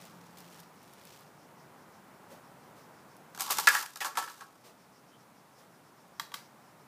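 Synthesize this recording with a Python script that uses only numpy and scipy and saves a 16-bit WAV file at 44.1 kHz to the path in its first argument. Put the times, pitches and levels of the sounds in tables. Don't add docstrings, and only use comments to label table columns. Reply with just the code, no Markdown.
import sys
import numpy as np
from scipy import signal
from scipy.fft import rfft, irfft
from scipy.io import wavfile
from scipy.ndimage import uniform_filter1d

SR = 44100
rng = np.random.default_rng(int(sys.argv[2]) if len(sys.argv) > 2 else 0)


def master_out(mix):
    frames = np.transpose(np.atleast_2d(mix))
    ceiling = np.clip(frames, -1, 1)
    pcm = np.round(ceiling * 32767).astype(np.int16)
    wavfile.write(sys.argv[1], SR, pcm)


N = 302967
TIME = np.arange(N) / SR
SHORT = TIME[:SR // 2]

# t/s, level/dB
TRAFFIC_LEVEL = [
    [(0.0, -57), (0.92, -59), (2.07, -57), (3.3, -57)],
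    [(4.9, -61), (6.074, -60.5), (6.254, -60), (6.87, -59)],
]
# f/Hz, level/dB
RUMBLE_SPECTRUM = [(20, -28.5), (50, -28), (80, -11.5), (110, -4.5), (140, 2.5), (190, 2), (260, -0.5),
                   (400, -9), (800, -27)]
TYRE_SPECTRUM = [(150, -24.5), (300, 2), (450, 3), (900, 5), (1300, 1.5), (1700, -3.5), (2300, -8.5),
                 (3500, -19.5), (8000, -43)]
HISS_SPECTRUM = [(1000, -2), (2500, -4), (4000, -3.5), (5400, -5.5), (6200, -5.5), (9000, -6),
                 (15500, -10.5)]

# middle t/s, half-width/s, level/dB
MOVEMENTS = [(0.017, 0.095, -56), (0.238, .1, -63.5), (0.406, 0.054, -56.5), (0.559, 0.082, -57),
             (0.953, 0.23, -62.5), (1.155, 0.094, -59)]
# t/s, level/dB
RUSTLE_TICKS = [(.014, -57), (0.053, -56), (0.385, -55), (.404, -56), (0.602, -53.5), (.831, -64),
                (0.9354, -57), (1.0523, -55), (1.208, -62), (3.167, -59.5), (6.08, -70)]
# t/s, brush level/dB, thud level/dB
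PAW_SCUFFS = [(2.296, -60.5, -52.5), (2.754, -64, -66), (4.636, -57, -58.5), (5.574, -65.5, -62)]
# f/Hz, level/dB
RUSTLE_SPECTRUM = [(800, -5), (2000, -3.5), (3500, -4), (5500, -4), (8000, -8.5), (12000, -11.5),
                   (15500, -10.5)]
TICK_SPECTRUM = [(800, -14), (3000, -5), (6000, -1), (13000, 0)]
PAW_SPECTRUM = [(150, -37), (350, -8), (550, -2), (900, -10.5), (2500, -30)]

# t/s, ring level/dB, crack level/dB, centre f/Hz, chatter time/s
BAR_IMPACTS = [ (3.348, -52, -52, 1020, 0.0047), (3.376, -44.5, -48, 1040, .0014),
               (3.396, -40, -37.5, 900, 0.015), (3.407, -40, -32.5, 950, .003),
               (3.479, -42.5, -47.5, 990, 0.0056), (3.502, -31.5, -40, 930, 0.004),
               (3.506, -36, -27, 1040, .011), (3.5718, -45, -37, 1102, 0.0074),
               (3.585, -30.5, -29.5, 1020, 0.0058), (3.6718, -10, -19.5, 1560, .0018),
               (3.6746, -10, -17.5, 1800, .0035), (3.739, -28.5, -29, 1040, 0.0075),
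               (3.7508, -17, -31, 1560, .001), (3.829, -38.5, -50, 1030, 0.01),
               (3.958, -41, -39, 1120, 0.0042), (4.005, -27.5, -32.5, 2420, 0.016),
               (4.008, -31, -38, 810, 0.018), (4.046, -25.5, -30.5, 1020, 0.014),
               (4.154, -38, -47, 1150, 0.01), (4.172, -22, -29, 1030, 0.009),
               (4.225, -37, -42, 1570, 0.0094), (4.276, -37.5, -57, 1210, 0.0043),
               (4.408, -40, -54, 1080, 0.011), ]
# f/Hz, level/dB, T60/s
TUBE_MODES = [(590, -4, .06), (770, -2, .05), (830, -2, .05), (880, -4, .07), (965, -3, .05),
              (1114, -1, .07), (1160, -3, .05), (1250, -4, .035), (1330, 0, .055), (1400, -4, .04),
              (1460, -3, .045), (1641, 1, .07), (1722, 4, .065), (1895, -1, .06), (2070, -7, .04),
              (2250, -6, .055), (2480, -5, .04), (2570, -8, .05), (2682, -3, .065), (2998, -9, .05),
              (3352, -5, .05)]
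# f/Hz, level/dB
CRACK_SPECTRUM = [(40, -42), (150, -16), (350, -5), (600, 0.5), (1000, -1), (2000, 1), (3000, 3),
                  (4000, 3.5), (4800, 5), (7500, 3), (10000, 0), (14000, 0), (16000, -12.5)]
THUMP_SPECTRUM = [(25, 3.5), (70, -4), (200, -1), (400, -13), (1000, -44.5)]
TURF_SPECTRUM = [(150, -30), (330, -1), (550, 1), (900, -10), (2500, -29)]
# f/Hz, T60/s
YARD_DECAY = [(200, 0.34), (1200, 0.29), (4000, 0.34), (9000, 0.218), (15000, 0.34)]
# t/s, duration/s, level/dB, fade/(dB/s)
BAR_SLIDES = [(3.383, 0.27, -43, 170), (3.691, 0.083, -28.5, 170), (4.168, 0.024, -40.5, 157),
              (4.272, 0.033, -53.5, 67)]

# t/s, box level/dB, box centre f/Hz, tongue level/dB, snap level/dB
CLICKER_SNAPS = [(6.1968, -35.5, 1140, -36.5, -41.5), (6.3183, -50, 1050, -60, -59),
                 (6.34, -42.5, 935, -45.5, -44), (6.3423, -44, 960, -44, -43.5)]
# f/Hz, level/dB, T60/s
BOX_MODES = [(880, -6, .035), (950, -3, .04), (1100, -4, .035), (1163, 0, .05), (1400, -8, .02),
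             (1572, -4, .025), (2050, -4, .02)]
TONGUE_MODES = [(1750, -3, .012), (2200, -7, .01), (3219, 0, .018), (3400, -2, .012), (3850, 1, .012),
                (4400, -4, .008), (5600, -2, .008), (6900, -8, .008), (8409, -9, .008), (11800, -8, .006),
                (13700, -7, .006)]
# f/Hz, level/dB
SNAP_SPECTRUM = [(400, -20), (950, 2), (1600, 3), (2700, -1), (4500, 2), (8000, -3), (14000, -5)]


def from_db(db):
    return 10 ** (np.asarray(db) / 20)


def unit_rms(x):
    return x / np.sqrt(np.mean(x ** 2) + 1e-20)


def unit_burst(x):
    return x / np.sqrt(np.sum(x ** 2) / (SR / 100) + 1e-20)


def at_hz(points, hz):
    f, value = np.transpose(points)
    return np.interp(np.log(np.maximum(hz, 1)), np.log(f), value)


def colour(x, spectrum, size=4096):
    cepstrum = irfft(np.log(from_db(at_hz(spectrum, np.fft.rfftfreq(size, 1 / SR)))))
    cepstrum[1:size // 2] *= 2
    cepstrum[size // 2 + 1:] = 0
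    response = irfft(np.exp(rfft(cepstrum)))
    return signal.fftconvolve(x, response)[:len(x)]


def noise(spectrum):
    return unit_rms(colour(rng.standard_normal(N), spectrum))


def fluctuation(samples):
    return unit_rms(uniform_filter1d(rng.standard_normal(N), size=samples))


def swell(middle_s, half_width_s):
    return np.exp(-((TIME - middle_s) / half_width_s) ** 2)


def add(out, s, sound):
    at = int(s * SR)
    out[at:at + len(sound)] += sound[:len(out) - at]


def ring(force, modes, low_hz=620):
    out = 0
    for hz, db, t60 in modes:
        radius, angle = from_db(-60 / (t60 * SR)), 2 * np.pi * hz / SR
        mode = signal.lfilter([1, 0, -1], [1, -2 * radius * np.cos(angle), radius * radius], force)
        out = out + unit_burst(mode) * from_db(db + rng.standard_normal()) * rng.choice([-1, 1])
    return unit_burst(signal.sosfilt(signal.butter(4, low_hz, "high", fs=SR, output="sos"), out))


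def background(rumble_db=-3.5, tyres_db=-0.5, engine_hz=173, engine_db=-61.5, hiss_db=-69):
    times, levels = np.vstack(TRAFFIC_LEVEL).T
    level_db = np.interp(TIME, times, levels)
    rumble = from_db(level_db + rumble_db) * noise(RUMBLE_SPECTRUM)
    tyres = from_db(level_db + tyres_db) * noise(TYRE_SPECTRUM)
    pitch_hz = engine_hz * (1 + .03 * fluctuation(samples=4000))
    drone = np.sqrt(2) * np.sin(2 * np.pi * np.cumsum(pitch_hz) / SR)
    engine = from_db(engine_db) * swell(middle_s=0.32, half_width_s=0.38) * drone
    return rumble + tyres + engine + from_db(hiss_db) * noise(HISS_SPECTRUM)


def insect(level_db=-76.5, hz=5350, pulses_per_s=6.6):
    pace = pulses_per_s * (1 + .25 * fluctuation(samples=6000))
    pulses = np.sin(np.pi * np.cumsum(pace) / SR) ** 2 * from_db(2 * fluctuation(samples=6000))
    carrier = ring(rng.standard_normal(N), [(hz, 0, .003)])
    return from_db(level_db) * unit_rms(carrier * pulses)


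def friction(clump_samples, clump_db, grain_db=4):
    strength_db = clump_db * fluctuation(clump_samples) + grain_db * rng.standard_normal(N)
    return rng.standard_normal(N) * from_db(strength_db)


def contact(chatter_s, grain_db):
    touches = rng.standard_normal(len(SHORT)) * from_db(grain_db * rng.standard_normal(len(SHORT)))
    return touches * np.exp(-SHORT / chatter_s)


def burst(spectrum, chatter_s, grain_db):
    return unit_burst(colour(contact(chatter_s, grain_db), spectrum))


def rustle(trim_db=-1):
    motion = sum(from_db(db) * swell(s, half_width_s) for s, half_width_s, db in MOVEMENTS)
    rubbing = unit_rms(colour(friction(clump_samples=150, clump_db=3.5), RUSTLE_SPECTRUM))
    out = from_db(trim_db) * motion * rubbing
    for s, db in RUSTLE_TICKS:
        add(out, s, from_db(db) * burst(TICK_SPECTRUM, chatter_s=.0015, grain_db=2))
    return out


def paws(rise_s=0.0265):
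    out, blades, ground = np.zeros(N), noise(RUSTLE_SPECTRUM), noise(PAW_SPECTRUM)
    for s, brush_db, thud_db in PAW_SCUFFS:
        age = np.maximum(TIME - s, 0) / rise_s
        out += age * np.exp(1 - age) * (from_db(brush_db) * blades + from_db(thud_db) * ground)
    return out


def favour(modes, centre_hz, focus_db):
    return [(hz, db - focus_db * np.log2(hz / centre_hz) ** 2, t60) for hz, db, t60 in modes]


def blow(ring_db, crack_db, centre_hz, chatter_s, treble_hz=4800):
    force = contact(chatter_s, grain_db=5.5)
    tube = ring(force, favour(TUBE_MODES, centre_hz, focus_db=20))
    tilt_db_per_octave = 0.2 * (crack_db - ring_db)
    spectrum = [(hz, db + tilt_db_per_octave * max(np.log2(hz / treble_hz), 0))
                for hz, db in CRACK_SPECTRUM]
    crack = unit_burst(colour(force, spectrum))
    return from_db(ring_db) * tube + from_db(crack_db) * crack


def yard(x, wet_db, build_s):
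    tail, edges_hz = 0, np.geomspace(150, 18000, 6)
    for low, high in zip(edges_hz, edges_hz[1:]):
        bandpass = signal.butter(2, [low, high], "band", fs=SR, output="sos")
        band = signal.sosfilt(bandpass, rng.standard_normal(len(SHORT)))
        t60 = at_hz(YARD_DECAY, np.sqrt(low * high))
        tail = tail + band * from_db(-60 * SHORT / t60)
    tail = tail * (1 - np.exp(-(SHORT / build_s) ** 2))
    return x + from_db(wet_db) * signal.fftconvolve(x, tail / np.linalg.norm(tail))[:len(x)]


def bar_impacts(rebound_s=.0118, touchdown_s=4.03, thump_re_ring_db=-40, turf_re_ring_db=-18.5):
    out = np.zeros(N)
    for s, ring_db, crack_db, centre_hz, chatter_s in BAR_IMPACTS:
        knock = blow(ring_db, crack_db, centre_hz, chatter_s)
        rebound = blow(ring_db - 11.5, crack_db - 2.5, centre_hz, chatter_s + 0.0039)
        add(knock, rebound_s, rebound)
        add(out, s, yard(knock, wet_db=-10, build_s=0.0063))
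        thump = burst(THUMP_SPECTRUM, chatter_s=0.01225, grain_db=-0.5)
        add(out, s, from_db(ring_db + thump_re_ring_db) * thump)
        if s > touchdown_s:
            thud = burst(TURF_SPECTRUM, chatter_s=0.053, grain_db=-0.5)
            add(out, s, from_db(ring_db + turf_re_ring_db) * thud)
    return out


def bar_slides(attack_s=0.024, tube_db=-4):
    pressure = np.zeros(N)
    for s, duration_s, db, fade_db_per_s in BAR_SLIDES:
        onset = np.clip((TIME - s) / attack_s, 0, 1)
        pressure += onset * from_db(db - fade_db_per_s * np.maximum(TIME - s - duration_s, 0))
    slips = friction(clump_samples=250, clump_db=3)
    hiss = unit_rms(colour(slips, CRACK_SPECTRUM))
    tube = unit_rms(ring(slips, favour(TUBE_MODES[:10], centre_hz=1030, focus_db=59)))
    return pressure * (hiss + from_db(tube_db) * tube)


def bird(level_db=-68, hz=3100):
    tone = unit_rms(ring(rng.standard_normal(N), [(hz, 0, .02)]))
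    return from_db(level_db) * tone * swell(middle_s=5.145, half_width_s=0.026)


def clicker():
    out = np.zeros(N)
    for s, box_db, centre_hz, tongue_db, snap_db in CLICKER_SNAPS:
        force = contact(chatter_s=.002, grain_db=2)
        box = from_db(box_db) * ring(force, favour(BOX_MODES, centre_hz, focus_db=19))
        tongue = from_db(tongue_db) * ring(force, TONGUE_MODES)
        snap = from_db(snap_db) * burst(SNAP_SPECTRUM, chatter_s=.006, grain_db=2)
        add(out, s, yard(box + tongue, wet_db=-12.5, build_s=.005))
        add(out, s, yard(snap, wet_db=-3, build_s=0.0034))
    return out


def gain_control(x, threshold_db=-20.5, ratio=2, release_db_per_s=6):
    level_db = 10 * np.log10(np.maximum(uniform_filter1d(x ** 2, size=440), 1e-12))
    cut_db = (1 - 1 / ratio) * np.maximum(level_db - threshold_db, 0)
    recovery_db = release_db_per_s * TIME
    held_db = np.maximum.accumulate(cut_db + recovery_db, axis=-1) - recovery_db
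    return x * from_db(-uniform_filter1d(held_db, size=100))


def scene():
    return (background() + insect() + rustle() + paws()
            + bar_impacts() + bar_slides() + bird() + clicker())[None]


def record(dry, bass_cut_hz=55, treble_cut_hz=15450):
    highpass = signal.butter(2, bass_cut_hz, "high", fs=SR, output="sos")
    lowpass = signal.ellip(12, .1, 80, treble_cut_hz, fs=SR, output="sos")
    return signal.sosfilt(lowpass, gain_control(signal.sosfilt(highpass, dry)))


dry = scene()
out = record(dry)
master_out(out)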